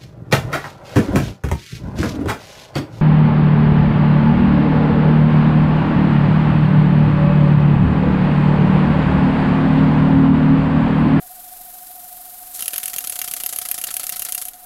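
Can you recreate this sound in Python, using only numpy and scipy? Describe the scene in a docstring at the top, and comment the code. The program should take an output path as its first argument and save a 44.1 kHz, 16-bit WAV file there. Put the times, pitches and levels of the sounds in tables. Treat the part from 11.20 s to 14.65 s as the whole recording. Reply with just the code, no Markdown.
"""A compressor whines and softly chirps throughout, and a leak in its feed hisses with each stroke.
Then, close by, a small brass model engine catches on the compressed air, runs for two seconds and stops.
It makes four beats to a turn: each is an impact and its rebound, which excite the resonances of the body,
with a turbulent puff of exhaust. Air blows past its valves, and bench and room add a faint echo."""
import sys
import numpy as np
from scipy import signal
from scipy.fft import rfft, irfft
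from scipy.io import wavfile
from scipy.ndimage import uniform_filter1d

SR = 44100
rng = np.random.default_rng(int(sys.argv[2]) if len(sys.argv) > 2 else 0)


def inscribe(sig):
    """Save sig as 16-bit PCM at rate SR to the path in sys.argv[1].

    A 1-D sig is mono; a 2-D sig holds one channel per row.
    Samples are clipped to [-1, 1] before scaling.
    """
    pcm = np.round(np.clip(np.atleast_2d(sig).T, -1, 1) * 32767)
    wavfile.write(sys.argv[1], SR, pcm.astype(np.int16))


N = 152145


def amp(db):
    """Amplitude ratio of a level in decibels."""
    return 10 ** (np.asarray(db) / 20)


def unit_rms(x):
    """Normalisation to unit mean power."""
    return x / np.sqrt(np.mean(x ** 2) + 1e-20)


def curve(points):
    """Linear interpolation of (t/s, value) points at every sample."""
    return np.interp(np.arange(N) / SR, *np.transpose(points))


def add(mix, start_s, sound):
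    """Superposition of a sound on a mix."""
    part = mix[max(round(start_s * SR), 0):][:len(sound)]
    part += sound[:len(part)]


def drift(seconds):
    """Low-passed Gaussian noise of rms 1 that varies on the given time scale."""
    spectrum = rfft(rng.standard_normal(N))
    return unit_rms(irfft(spectrum * np.exp(-(np.fft.rfftfreq(N, 1 / SR) * seconds * 2) ** 2), N))


def colour(x, spectrum, boost_db=0, size=8192):
    """Minimum-phase filtering at unit power gain, so a spectrum's levels are only relative."""
    hz = np.fft.rfftfreq(size, 1 / SR)
    f, level = np.transpose(spectrum)
    db = np.interp(np.log(hz + 1), np.log(f), level) + boost_db
    log_gain = np.log(amp(np.r_[db, db[-2:0:-1]]))
    taps = np.fft.ifft(np.exp(np.conj(signal.hilbert(log_gain)))).real[:size // 2]
    return signal.oaconvolve(x, taps / np.linalg.norm(taps))[:N]


# load on the compressor as it feeds the engine: t/s, share (0 to 1)
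LOAD = [(1.35, 0.01), (1.7, 1), (3.25, 0.96), (3.45, 0.13)]
IDLE_HZ, LOADED_HZ, FIRST_STROKE_S = 23.33, 23.55, 0.0294
def strokes():
    """Phase as the integral of rate: the running count of compressor strokes."""
    return np.cumsum(IDLE_HZ + (LOADED_HZ - IDLE_HZ) * curve(LOAD)) / SR - FIRST_STROKE_S * IDLE_HZ


def stroke_swell(sharpness=3.2):
    """A periodic envelope that peaks at 1 on each stroke."""
    return np.abs(np.cos(np.pi * strokes())) ** (2 * sharpness)


# spectral lines of the motor: idle f/Hz, loaded f/Hz
MOTOR_LINES = [(677, 683), (714, 718.3), (723.6, 730), (737.2, 741.9), (800.3, 800.7)]
# strength and swing of those lines: idle level/dB, loaded level/dB, idle deviation/Hz
MOTOR_LEVELS = [(-90, -64.5, 0), (-70, -55.5, -1), (-50, -51.5, 17.5), (-53, -57.5, 10.5), (-69.5, -67, 4)]
def whine(loaded_swing_hz=12, waver_hz=0.25, throb_db=1.43, idle_pulse_db=2, lead_s=0.0057):
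    """Beating between close motor lines, each modulated in frequency and amplitude by the strokes."""
    load, out = curve(LOAD), np.zeros(N)
    waver = waver_hz * drift(0.14)
    crank = np.sin(2 * np.pi * strokes())
    pulse_db = idle_pulse_db * (1 - load / 2) * np.cos(2 * np.pi * (strokes() + lead_s * IDLE_HZ))
    for (idle_hz, loaded_hz), (idle_db, loaded_db, swing_hz) in zip(MOTOR_LINES, MOTOR_LEVELS):
        hz = (1 - load) * (idle_hz + swing_hz * crank) + load * (loaded_hz + loaded_swing_hz * crank)
        db = idle_db + (loaded_db - idle_db) * load + pulse_db + throb_db * drift(0.029)
        cycles = np.cumsum(hz + waver) / SR + rng.random()
        out += np.sqrt(2) * amp(db) * np.sin(2 * np.pi * cycles)
    return out


# noise spectrum of compressor and room: f/Hz, level/dB
RUMBLE_SPECTRUM = [(8, -13), (22, 2.5), (50, -9), (130, -17.5), (260, -12), (430, -20.5), (620, -13),
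                   (730, -1.5), (900, -19.5), (1080, -14.5), (1190, -15.5), (1300, -11.5), (1380, -27),
                   (1550, -19.5), (1750, -16.5), (3000, -24.5), (16000, -36)]
def rumble(db=-54):
    """Stationary noise of the compressor and the room, weighted to low frequencies."""
    return amp(db) * colour(rng.standard_normal(N), RUMBLE_SPECTRUM)


# envelope of the leak between strokes: t/s, level/dB
LEAK_ENVELOPE = [(0, -40), (.3, -38.5), (.8, -38), (1.3, -37.5), (1.5, -36.5), (3.25, -37.5), (3.33, -45.5),
                 (3.45, -41.5)]
# spectrum of the leak: f/Hz, level/dB
LEAK_SPECTRUM = [(100, -29.5), (1000, -18.5), (2500, -18.5), (4000, -13.5), (6000, -13), (8000, -8),
                 (10000, -4), (12400, 1), (14300, -4.5), (16000, -9)]
def leak(pulse_db=4, flutter_db=0.5):
    """Turbulent jet noise from the feed, amplitude-modulated by the strokes."""
    hiss = rng.standard_normal(N) * amp(pulse_db * stroke_swell() + flutter_db * drift(0.0017))
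    return colour(unit_rms(hiss) * amp(curve(LEAK_ENVELOPE)), LEAK_SPECTRUM)


def thumps(hz=238, db=-65):
    """Band-limited noise, pulsed into a soft thump at each stroke."""
    band = signal.butter(2, [hz / 1.4, hz * 1.4], "band", fs=SR, output="sos")
    return amp(db) * stroke_swell() * unit_rms(signal.sosfilt(band, rng.standard_normal(N)))


def stroke_chirps(top_hz=1490, sag_hz=59.5, db=-57, delay_s=0.0087, half_width_s=0.0062):
    """Gaussian tone pulses: the compressor chirps in an arch of pitch after each stroke."""
    from_top_s = ((strokes() - delay_s * IDLE_HZ + 0.5) % 1 - 0.5) / IDLE_HZ
    arch = np.minimum((from_top_s / half_width_s) ** 2, 10)
    cycles = np.cumsum(top_hz - sag_hz * arch + 20 * drift(0.016)) / SR
    envelope = amp(db + 0.5 * drift(0.028)) * np.exp(-arch)
    return envelope * np.sqrt(2) * np.sin(2 * np.pi * cycles)


# modes of the brass body: f/Hz, bandwidth/Hz, gain/dB at each of the places a, b, c, d in a turn
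BODY_MODES = [(1314, 196, 6, 11.4, 12, 1.5), (1990, 490, 4, 0.71, 3.5, -6), (2777, 190, 7, 2.7, 3, 4.5),
              (3144, 145, 9.5, 8.2, 5.5, 7.5), (3490, 380, -0.5, 2, 2.5, -3), (4510, 190, -0.5, 4.4, 3, 4),
              (6550, 540, 9, 7.1, 3.5, 4), (7300, 700, 0, 4.4, 6, 3.5), (10180, 300, 7.5, 2.5, 3, 6),
              (10600, 320, 6, 2.4, -1, 1.5), (11430, 330, -1.5, 2, 1.5, 3.5), (12400, 350, 11.5, 1, -1, -5),
              (13700, 250, 7.5, 4, 7, 0), (13900, 280, 9, 5, 1, 11)]
SHELF_HZ, EXHAUST_BODY_SHARE = 4700, 0.42
def body_db(share, shelf_db, place=None, spread_db=2, size=8192):
    """Modal resonance: peaks in dB on a low shelf, varied by place and by chance, or else averaged."""
    hz = np.fft.rfftfreq(size, 1 / SR)
    db = shelf_db / (1 + (hz / SHELF_HZ) ** 2)
    for centre, width, *gains in BODY_MODES:
        gain = np.mean(gains) if place is None else gains[place] + spread_db * rng.standard_normal()
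        db += share * gain / (1 + (2 * (hz - centre) / width) ** 2)
    return db


# envelope of the air escaping through the engine: t/s, level/dB
BLOW_BY_ENVELOPE = [(1.32, -54), (1.348, -28), (1.385, -34), (1.445, -34), (1.475, -44), (1.7, -42),
                    (2.9, -41.5), (3.25, -41.5), (3.29, -40.5), (3.32, -52)]
# spectrum of the exhaust, steady or in puffs: f/Hz, level/dB
EXHAUST_SPECTRUM = [(40, -11), (170, -10.5), (400, -13), (650, -6), (950, -13.5), (1400, -7), (2600, -9),
                    (4800, -4.5), (7000, -4.5), (9000, -1), (10800, 0.5), (12800, -0.5), (14500, -14),
                    (16000, -6.5)]
def blow_by(flutter_db=2):
    """Turbulent flow past the engine's valves, filtered by the body's resonances."""
    hiss = rng.standard_normal(N) * amp(curve(BLOW_BY_ENVELOPE) + flutter_db * drift(0.0046))
    return colour(hiss, EXHAUST_SPECTRUM, body_db(EXHAUST_BODY_SHARE, shelf_db=-11))


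# spurts as the engine catches and after the second beat of some turns: t/s, level/dB
SPIT_EVENTS = [(1.372, -46), (2.678, -34.5), (2.802, -34), (2.93, -33.5), (3.058, -34.5)]
# spectrum of the spurts: f/Hz, level/dB
SPIT_SPECTRUM = [(100, -12), (2500, -5.5), (3600, -3.5), (4300, 2), (5000, -3.5), (6500, -12), (9000, -24),
                 (16000, -6.5)]
def spits(length_s=0.024, rough_db=4):
    """Short spurts of exhaust noise, roughened by fast random amplitude modulation."""
    swell, envelope = np.sqrt(np.hanning(round(length_s * SR))), np.zeros(N)
    for start_s, db in SPIT_EVENTS:
        add(envelope, start_s, amp(db) * swell)
    ragged = unit_rms(rng.standard_normal(N) * amp(rough_db * drift(0.00095)))
    return colour(envelope * ragged, SPIT_SPECTRUM)


def burst(rise_s, decay_s, size):
    """Amplitude of a damped transient: linear rise, exponential decay."""
    t = np.arange(size) / SR
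    return np.minimum(t / rise_s, 1) * np.exp(-np.maximum(t - rise_s, 0) / decay_s)


# the beat at places a to d: knock level/dB, knock decay/s, rebound delay/s, rebound level/dB,
# puff level/dB, puff decay/s, low shelf/dB, tick level/dB
BEAT_SHAPES = [(-16.5, 0.0022, 0.0038, -21.5, -31, 0.0084, -0.5, -4),
               (-27, 0.0027, 0.0022, -23, -21.5, 0.011, -4.5, -12),
               (-23.5, 0.0035, 0.0061, -21.5, -28, 0.012, -0.5, -16),
               (-17, 0.0013, 0.0033, -19.5, -30.5, 0.012, 0, 1.5)]
# spectrum of a knock on the brass: f/Hz, level/dB
KNOCK_SPECTRUM = [(40, -41), (170, -21), (400, -26.5), (650, -18), (950, -22.5), (1400, -20.5), (2600, -13),
                  (4800, -15.5), (7000, -13.5), (9000, -12.5), (10800, -1.5), (12800, -4.5), (14500, -21),
                  (16000, -15)]
PUFF_LEAD_S, PUFF_RISE_S, KNOCK_RISE_S, TICK_HZ = 0.00097, 0.0018, 0.00072, 8500
def beat(place, rebound_spread_s=0.00029, rebound_spread_db=1, size=4096):
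    """Impact excitation: a knock with a hard tick and its rebound ring the body over an exhaust puff."""
    knock_db, knock_s, delay_s, rebound_db, puff_db, puff_s, shelf_db, tick_db = BEAT_SHAPES[place]
    delay_s += rebound_spread_s * rng.standard_normal()
    rebound_db += rebound_spread_db * rng.standard_normal()
    crack, air = rng.standard_normal((2, size))
    power, impulse = np.zeros((2, size))
    knock = burst(KNOCK_RISE_S, knock_s, size)
    # incoherent bursts add in power
    add(power, PUFF_LEAD_S, (amp(knock_db) * knock) ** 2)
    add(power, PUFF_LEAD_S + delay_s, (amp(rebound_db) * knock) ** 2)
    add(impulse, PUFF_LEAD_S + KNOCK_RISE_S, amp([tick_db]))
    tick = signal.sosfilt(signal.butter(2, TICK_HZ, "high", fs=SR, output="sos"), impulse)
    impact = np.sqrt(power) * crack + tick
    puff = amp(puff_db) * burst(PUFF_RISE_S, puff_s, size) * unit_rms(air)
    sources = (impact, KNOCK_SPECTRUM, 0.99), (puff, EXHAUST_SPECTRUM, EXHAUST_BODY_SHARE)
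    return sum(colour(x, spectrum, body_db(share, shelf_db, place, size=2048), size=2048)
               for x, spectrum, share in sources)


# beats of the engine: t/s, level/dB, place in the turn (a to d)
ENGINE_BEATS = [ (1.3915,-5.5,"b"), (1.406,-3.5,"d"), (1.423,1,"a"), (1.458,-3,"d"), (1.48,3.5,"a"),
                (1.506,-12,"b"), (1.533,2,"c"), (1.5594,1,"d"), (1.58,2.5,"a"), (1.599,-10,"b"),
                (1.631,0.5,"c"), (1.6572,0,"d"), (1.679,-0.5,"a"), (1.698,-8.5,"b"), (1.733,-0.5,"c"),
                (1.762,-0.5,"d"), (1.783,2,"a"), (1.806,-6.5,"b"), (1.8403,0,"c"), (1.8724,-0.5,"d"),
                (1.8967,-0.5,"a"), (1.922,-2.5,"b"), (1.9564,0,"c"), (1.9897,1.5,"d"), (2.0155,2.5,"a"),
                (2.042,-2,"b"), (2.076,0.5,"c"), (2.112,0,"d"), (2.137,2,"a"), (2.1653,-2,"b"),
                (2.2008,0,"c"), (2.2356,0,"d"), (2.2615,3,"a"), (2.29,-2.5,"b"), (2.3262,0.5,"c"),
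                (2.3608,-1,"d"), (2.3865,2.5,"a"), (2.415,-1.5,"b"), (2.4521,0,"c"), (2.4869,-1.5,"d"),
                (2.5131,4.5,"a"), (2.5422,-1.5,"b"), (2.579,0,"c"), (2.6142,-1,"d"), (2.6392,4.5,"a"),
                (2.669,-2,"b"), (2.7055,0.5,"c"), (2.7404,-1,"d"), (2.7665,3.5,"a"), (2.7957,-1,"b"),
                (2.8321,0.5,"c"), (2.8672,0,"d"), (2.893,3.5,"a"), (2.922,-1,"b"), (2.96,0,"c"),
                (2.9942,1.5,"d"), (3.0204,3,"a"), (3.0494,-0.5,"b"), (3.0867,0.5,"c"), (3.1222,2,"d"),
                (3.148,3,"a"), (3.178,0,"b"), (3.2152,0.5,"c"), (3.2527,-4,"d"), (3.2838,-3.5,"a"),
                (3.3338,-12.5,"c")]
def engine():
    """A quasi-periodic train of transients, each ringing the body a little differently."""
    out = np.zeros(N)
    for knock_at_s, db, place in ENGINE_BEATS:
        add(out, knock_at_s - PUFF_LEAD_S, amp(db) * beat("abcd".index(place)))
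    return out


# lift of the beats' lows and mids: t/s, level/dB
SHELF_GAIN = [(1.55, 3.15), (2.05, 2), (2.5, 2.5), (3.2, -0.2)]
def fuller(x):
    """Time-varying shelf filtering: the beats sound fuller at first."""
    low = signal.sosfiltfilt(signal.butter(2, SHELF_HZ, fs=SR, output="sos"), x)
    return x + (amp(curve(SHELF_GAIN)) - 1) * low


def echoes(x, db=-17.5, t60_s=0.083, gap_s=0.003, size=8192):
    """Reverberation from bench and room: convolution with exponentially decaying noise."""
    t = np.arange(size) / SR
    tail = rng.standard_normal(size) * amp(-60 * t / t60_s) * (t > gap_s)
    return amp(db) * signal.oaconvolve(x, tail / np.linalg.norm(tail))[:N]


def scene():
    """Superposition of the air supply, the engine and its echoes, in mono."""
    supply = whine() + rumble() + leak() + thumps() + stroke_chirps()
    beats = fuller(spits() + engine())
    return (supply + blow_by() + beats + echoes(beats))[None]


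def record(dry, cutoff_hz=15850):
    """Band limiting by a linear-phase low-pass filter."""
    taps = signal.firwin(511, cutoff_hz, window=("kaiser", 8), fs=SR)
    return signal.oaconvolve(dry, taps[None], "same")


dry = scene()
out = record(dry)
inscribe(out)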